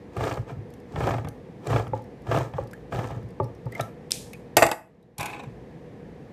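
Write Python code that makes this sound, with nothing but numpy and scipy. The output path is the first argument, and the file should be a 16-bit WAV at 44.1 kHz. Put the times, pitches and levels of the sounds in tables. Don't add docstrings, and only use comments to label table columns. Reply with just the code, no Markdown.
import sys
import numpy as np
from scipy import signal
from scipy.fft import rfft, irfft
from scipy.io import wavfile

SR = 44100
rng = np.random.default_rng(int(sys.argv[2]) if len(sys.argv) > 2 else 0)


def wav_record(signal):
    frames = np.transpose(np.atleast_2d(signal))
    bounded = np.clip(frames, -1, 1)
    quanta = np.round(bounded * 32767).astype(np.int16)
    wavfile.write(sys.argv[1], SR, quanta)


N = 278712

# start_s, hardest_s, end_s, level_db
CRANK_STROKES = [(.13, .25, .43, -23.5), (.46, .496, .55, -36), (.9, 1.06, 1.25, -25),
                 (1.62, 1.735, 1.875, -22.5), (1.92, 1.96, 2.03, -39), (2.25, 2.35, 2.51, -23),
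                 (2.52, 2.58, 2.68, -38), (2.905, 2.94, 3.24, -28), (3.68, 3.808, 3.92, -34)]
LID_SCRAPES = [(5.176, 5.2, 5.52, -34)]

# start_s, level_db
TOOTH_BITES = [(0.166, -21), (0.207, -18), (0.235, -20), (0.270, -19), (0.312, -19), (0.372, -21),
               (0.959, -22.5), (1.004, -18), (1.037, -21), (1.07, -16), (1.088, -20), (1.107, -17.5),
               (1.139, -19), (1.182, -24.5), (1.246, -29), (1.271, -27), (1.668, -21.5), (1.701, -18),
               (1.729, -14.5), (1.76, -15), (1.796, -19.5), (1.868, -29), (2.268, -30), (2.313, -15),
               (2.346, -14), (2.362, -16), (2.373, -14), (2.408, -19), (2.535, -29.5), (2.923, -24),
               (2.946, -22), (2.989, -19), (3.041, -24), (3.105, -25), (3.795, -15)]
CAN_KNOCKS = [(1.933, -15), (2.582, -16.5), (3.4, -13), (3.665, -30)]
COUNTER_THUDS = [(0.205, -22), (0.39, -25), (0.515, -30), (0.563, -25.5), (0.94, -25), (0.974, -18),
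                 (1.02, -20), (1.24, -24), (1.699, -19), (1.747, -21), (1.92, -25), (2.278, -23),
                 (2.39, -20), (2.54, -26), (2.6, -27), (2.98, -19), (3.16, -25), (3.23, -27), (3.401, -20),
                 (3.655, -23), (4.565, -25), (4.64, -28), (5.185, -27), (5.462, -33)]

# start_s, level_db, crack_relative_db
OPENER_IMPACTS = [(4.568, 0, -1), (4.578, -7, -12), (4.587, -14, -25), (4.612, -18, -17), (4.622, -.5, -20),
                  (4.626, -6.5, -6), (4.637, -12, -12.5), (4.652, -15, -17.5), (4.664, -15, -4),
                  (4.689, -22, -12), (4.714, -15, -3), (4.727, -22.5, -25)]
LID_BENDS = [(5.181, -36, 9), (5.196, -24, -11), (5.207, -23, -2), (5.228, -23, -7), (5.257, -27, 1.5),
             (5.297, -36, -10), (5.329, -30.5, -20), (5.345, -35, -14), (5.394, -31, -27),
             (5.434, -33, -17)]

# start_s, click_db, ring_hz, ring_db
LOOSE_PART_TICKS = [(0.703, -52, 5030, -65.5), (0.737, -45.5, 5890, -60), (0.8, -54, 5000, -68),
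                    (1.285, -35, 6320, -59), (1.877, -50, 6000, -62), (2.02, -54, 5500, -66),
                    (2.04, -54, 5500, -66), (2.219, -54, 5000, -74), (2.672, -47, 4900, -58),
                    (2.711, -46, 5200, -59), (2.732, -42, 1750, -36), (3.228, -53, 5000, -66),
                    (3.287, -52, 5000, -66), (3.304, -54, 5000, -66), (3.441, -45, 5500, -53),
                    (3.43, -52, 4400, -57), (3.549, -56, 5550, -60), (3.655, -52, 5060, -59.5),
                    (3.721, -39, 1960, -37), (3.750, -38.5, 2058, -28), (3.808, -25.5, 3800, -37),
                    (4.107, -24, 3440, -32), (4.332, -33.5, 2420, -37), (5.026, -61.5, 3800, -67)]
# start_s, level_db, wash_db, wash_t60_s
HANDLE_SNAP = (4.1186, -2.5, -27.5, 0.43)

# pitch_hz, gain_db, t60_s
CAN_MODES = [(296, -4.5, 0.084), (425.3, -1.5, 0.054), (558.6, -1.5, 0.056), (652, 4, 0.025),
             (802, 3, 0.023), (1040, -19, 0.016), (1202, -2, 0.047), (1678, -10, 0.085), (2197, -12, 0.045),
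             (2663, -14, 0.036), (3268, -15, 0.0291), (4200, -25.5, 0.023), (5330, -26, .03)]
KNOCK_MODES = [(275, -5.5, 0.11), (385, -4.5, 0.086), (548, 4.5, 0.085), (670, -7, 0.037), (870, 4, 0.048),
               (1150, -6, 0.034), (1890, -19, 0.027)]
COUNTER_MODES = [(62, -6.5, 0.085), (113.6, -1.5, 0.26), (139.3, -0.5, .12)]
OPENER_MODES = [(343, -13, 0.094), (478.3, -13, 0.08), (682.5, -1, 0.056), (839, -2.5, 0.041),
                (1144, -7, 0.039), (1455, -9, 0.03), (1820, -8, 0.028), (2067, -14, 0.071),
                (2623, -11.5, 0.064), (3595, -23, 0.066), (4710, -22.5, .04), (6480, -18.5, 0.015),
                (7820, -18, .07)]
HANDLE_MODES = [(2520, -26, 0.25), (3840, -21, 0.0045), (4500, -15, .003), (5600, 10.5, 0.0032),
                (7120, -3.5, 0.0035), (8580, 7, 0.0041), (11600, -10.5, .002)]
LID_MODES = [(763, 2.5, 0.058), (1026, 4, .04), (1610, -4, 0.037), (2366, 1.5, .04), (2820, -9.5, .03),
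             (3738, -5.5, .03), (5840, -19.5, 0.036), (7670, -14, 0.028)]

# frequency_hz, relative_density_db
AIR_SPECTRUM = [(24, -20), (40, -14.5), (97, -6), (143, -0.5), (251, -4), (372, -7.5), (487, -5.5),
                (623, -16.5), (721, -15), (1430, -31), (1740, -24.5), (2850, -35.5), (14000, -56.5)]
# centre_hz, width_hz, level_db
APPLIANCE_TONES = [(55, 8, -56), (480, 30, -54.5)]
# start_s, fall_s, until_s, return_s, depth_db
BACKGROUND_DIP = (4.6, .18, 5.17, .05, -12)

AIR_DB = -43.5
ROOM_DB, ROOM_T60_S, ROOM_TREBLE_T60_S = -15, 0.31, 0.26
JOLT_DB, JOLT_DB_PER_BITE_DB, JOLT_SPREAD_DB = -16, .45, 1.5
BODY_EASE_DB, HISS_EASE_DB, EASE_POWER = -27, -25, 1.9
SLIP_UNEVENNESS_DB = 3.0


def undb(db):
    return 10 ** (np.asarray(db) / 20)


def unit_rms(x):
    return x / np.sqrt(np.mean(x ** 2))


def band(x, lo_hz, hi_hz):
    sos = signal.butter(2, [lo_hz, min(hi_hz, .45 * SR)], "bandpass", fs=SR, output="sos")
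    return signal.sosfilt(sos, x)


def decay(t, t60_s):
    return np.exp(-np.log(1000) * t / t60_s)


def place(out, start_s, sound, peak_db):
    i = int(start_s * SR)
    part = sound[:N - i]
    out[i:i + len(part)] += part * undb(peak_db) / np.abs(sound).max()


def ring(modes, scatter, chatter_s, count=6, samples=5000):
    hz, db, t60_s = np.repeat(np.transpose(modes), count, axis=1)[:, :, None]
    detune = 1 + scatter * rng.standard_normal(hz.shape)
    onset_s = chatter_s * rng.exponential(size=hz.shape)
    t = np.maximum(np.arange(samples) / SR - onset_s, 0)
    polarity = (-1.) ** np.arange(len(hz))[:, None]
    return (polarity * undb(db) * decay(t, t60_s) * np.sin(2 * np.pi * hz * detune * t)).sum(0)


def crack(rise_s, lo_hz, hi_hz):
    t = np.arange(2000) / SR
    force = t / rise_s * np.exp(-t / rise_s)
    return band(rng.standard_normal(len(t)) * force, lo_hz, hi_hz)


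def blows(rows, modes, scatter, chatter_s, crack_s, crack_lo_hz=3000):
    out = np.zeros(N)
    for start_s, db, crack_relative_db in rows:
        place(out, start_s, ring(modes, scatter, chatter_s), db)
        place(out, start_s, crack(crack_s, crack_lo_hz, 13000), db + crack_relative_db)
    return out


def stroke_db(strokes, ease_db):
    t = np.arange(N) / SR
    level_db = np.full(N, -90.)
    for start_s, hardest_s, end_s, db in strokes:
        away = np.abs(t - hardest_s) / np.where(t < hardest_s, hardest_s - start_s, end_s - hardest_s)
        level_db = np.maximum(level_db, db + ease_db * away ** EASE_POWER)
    return level_db


def grinding(strokes, modes, body_db, hiss_db):
    slips = rng.standard_normal((2, N))
    grain_db = SLIP_UNEVENNESS_DB * rng.exponential(size=(2, N // 44 + 1))
    body_slips, hiss_slips = slips * undb(grain_db.repeat(44, axis=1)[:, :N])
    response = ring(modes, scatter=.1, chatter_s=.004, count=40)
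    body = unit_rms(signal.fftconvolve(body_slips, response)[:N])
    hiss = unit_rms(band(hiss_slips, 1000, 9900) + 0.65 * band(hiss_slips, 10000, 19000))
    body *= undb(body_db + stroke_db(strokes, BODY_EASE_DB))
    hiss *= undb(hiss_db + stroke_db(strokes, HISS_EASE_DB))
    return body + hiss


def kitchen_hum():
    hz, db = np.transpose(AIR_SPECTRUM)
    bins_hz = np.fft.rfftfreq(N, 1 / SR) + 1
    colour = undb(np.interp(np.log(bins_hz), np.log(hz), db))
    air = unit_rms(irfft(rfft(rng.standard_normal(N)) * colour, N)) * undb(AIR_DB)
    tones = np.zeros(N)
    for centre_hz, width_hz, level_db in APPLIANCE_TONES:
        tone = band(rng.standard_normal(N), centre_hz - width_hz / 2, centre_hz + width_hz / 2)
        tones += undb(level_db) * unit_rms(tone)
    start_s, fall_s, until_s, return_s, depth_db = BACKGROUND_DIP
    corners_s = [start_s, start_s + fall_s, until_s, until_s + return_s]
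    dip_db = np.interp(np.arange(N) / SR, corners_s, [0, depth_db, depth_db, 0])
    return (air + tones) * undb(dip_db)


def room(x):
    t = np.arange(SR // 2) / SR
    noise = rng.standard_normal(len(t))
    tail = band(noise, 200, 2800) * decay(t, ROOM_T60_S)
    tail += band(noise, 3500, 16000) * decay(t, ROOM_TREBLE_T60_S)
    tail *= 1 - np.exp(-t / 0.016)
    return signal.fftconvolve(x, tail / np.sqrt(np.sum(tail ** 2)))[:N] * undb(ROOM_DB)


def counter_thuds():
    out = np.zeros(N)
    push = np.hanning(int(0.0027 * SR))
    jolts = [(start_s, JOLT_DB + JOLT_DB_PER_BITE_DB * db + JOLT_SPREAD_DB * rng.standard_normal())
             for start_s, db in TOOTH_BITES]
    for start_s, db in COUNTER_THUDS + jolts:
        swing = ring(COUNTER_MODES, scatter=0.034, chatter_s=.003, count=1, samples=9000)
        place(out, start_s, np.convolve(swing, push), db)
    return out


def can_knocks(crack_relative_db=-45):
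    rows = [(start_s, db, crack_relative_db) for start_s, db in CAN_KNOCKS]
    return band(blows(rows, KNOCK_MODES, scatter=0.037, chatter_s=.001, crack_s=0.0018), 120, 2500)


def loose_parts():
    out = np.zeros(N)
    for start_s, click_db, ring_hz, ring_db in LOOSE_PART_TICKS:
        place(out, start_s, ring([(ring_hz, 0, .05)], scatter=.05, chatter_s=0.0033), ring_db)
        place(out, start_s, crack(rise_s=0.0017, lo_hz=1800, hi_hz=16000), click_db)
    return out


def lid_bend():
    scrape = grinding(LID_SCRAPES, LID_MODES, body_db=-2, hiss_db=-20)
    return scrape + blows(LID_BENDS, LID_MODES, scatter=0.052, chatter_s=.005, crack_s=0.0024)


def opener_drop():
    return blows(OPENER_IMPACTS, OPENER_MODES, scatter=.045, chatter_s=.002, crack_s=.0018,
                 crack_lo_hz=2200)


def handle_snap():
    out = np.zeros(N)
    t = np.arange(SR // 2) / SR
    start_s, db, wash_db, wash_t60_s = HANDLE_SNAP
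    place(out, start_s, ring(HANDLE_MODES, scatter=.08, chatter_s=0.00036, count=30), db)
    envelope = decay(t, wash_t60_s) * (1 - np.exp(-t / 0.0063))
    place(out, start_s, band(rng.standard_normal(len(t)), 3000, 10000) * envelope, wash_db)
    return out


def gear_teeth(crack_relative_db=-26, crack_spread_db=3):
    rows = [(start_s, db, rng.normal(crack_relative_db, crack_spread_db)) for start_s, db in TOOTH_BITES]
    return blows(rows, CAN_MODES, scatter=0.065, chatter_s=.002, crack_s=0.0016, crack_lo_hz=1500)


def cutting_wheel():
    return grinding(CRANK_STROKES, CAN_MODES, body_db=-5, hiss_db=-22)


def scene():
    near = can_knocks() + loose_parts() + lid_bend() + opener_drop() + gear_teeth() + cutting_wheel()
    return (kitchen_hum() + room(near) + counter_thuds() + handle_snap() + near)[None]


def record(dry, ceiling=.68, low_cut_hz=52, high_cut_hz=13900):
    x = ceiling * np.tanh(dry / ceiling)
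    x = signal.sosfilt(signal.butter(6, low_cut_hz, "highpass", fs=SR, output="sos"), x)
    return signal.sosfilt(signal.ellip(8, .2, 60, high_cut_hz, fs=SR, output="sos"), x)


dry = scene()
out = record(dry)
wav_record(out)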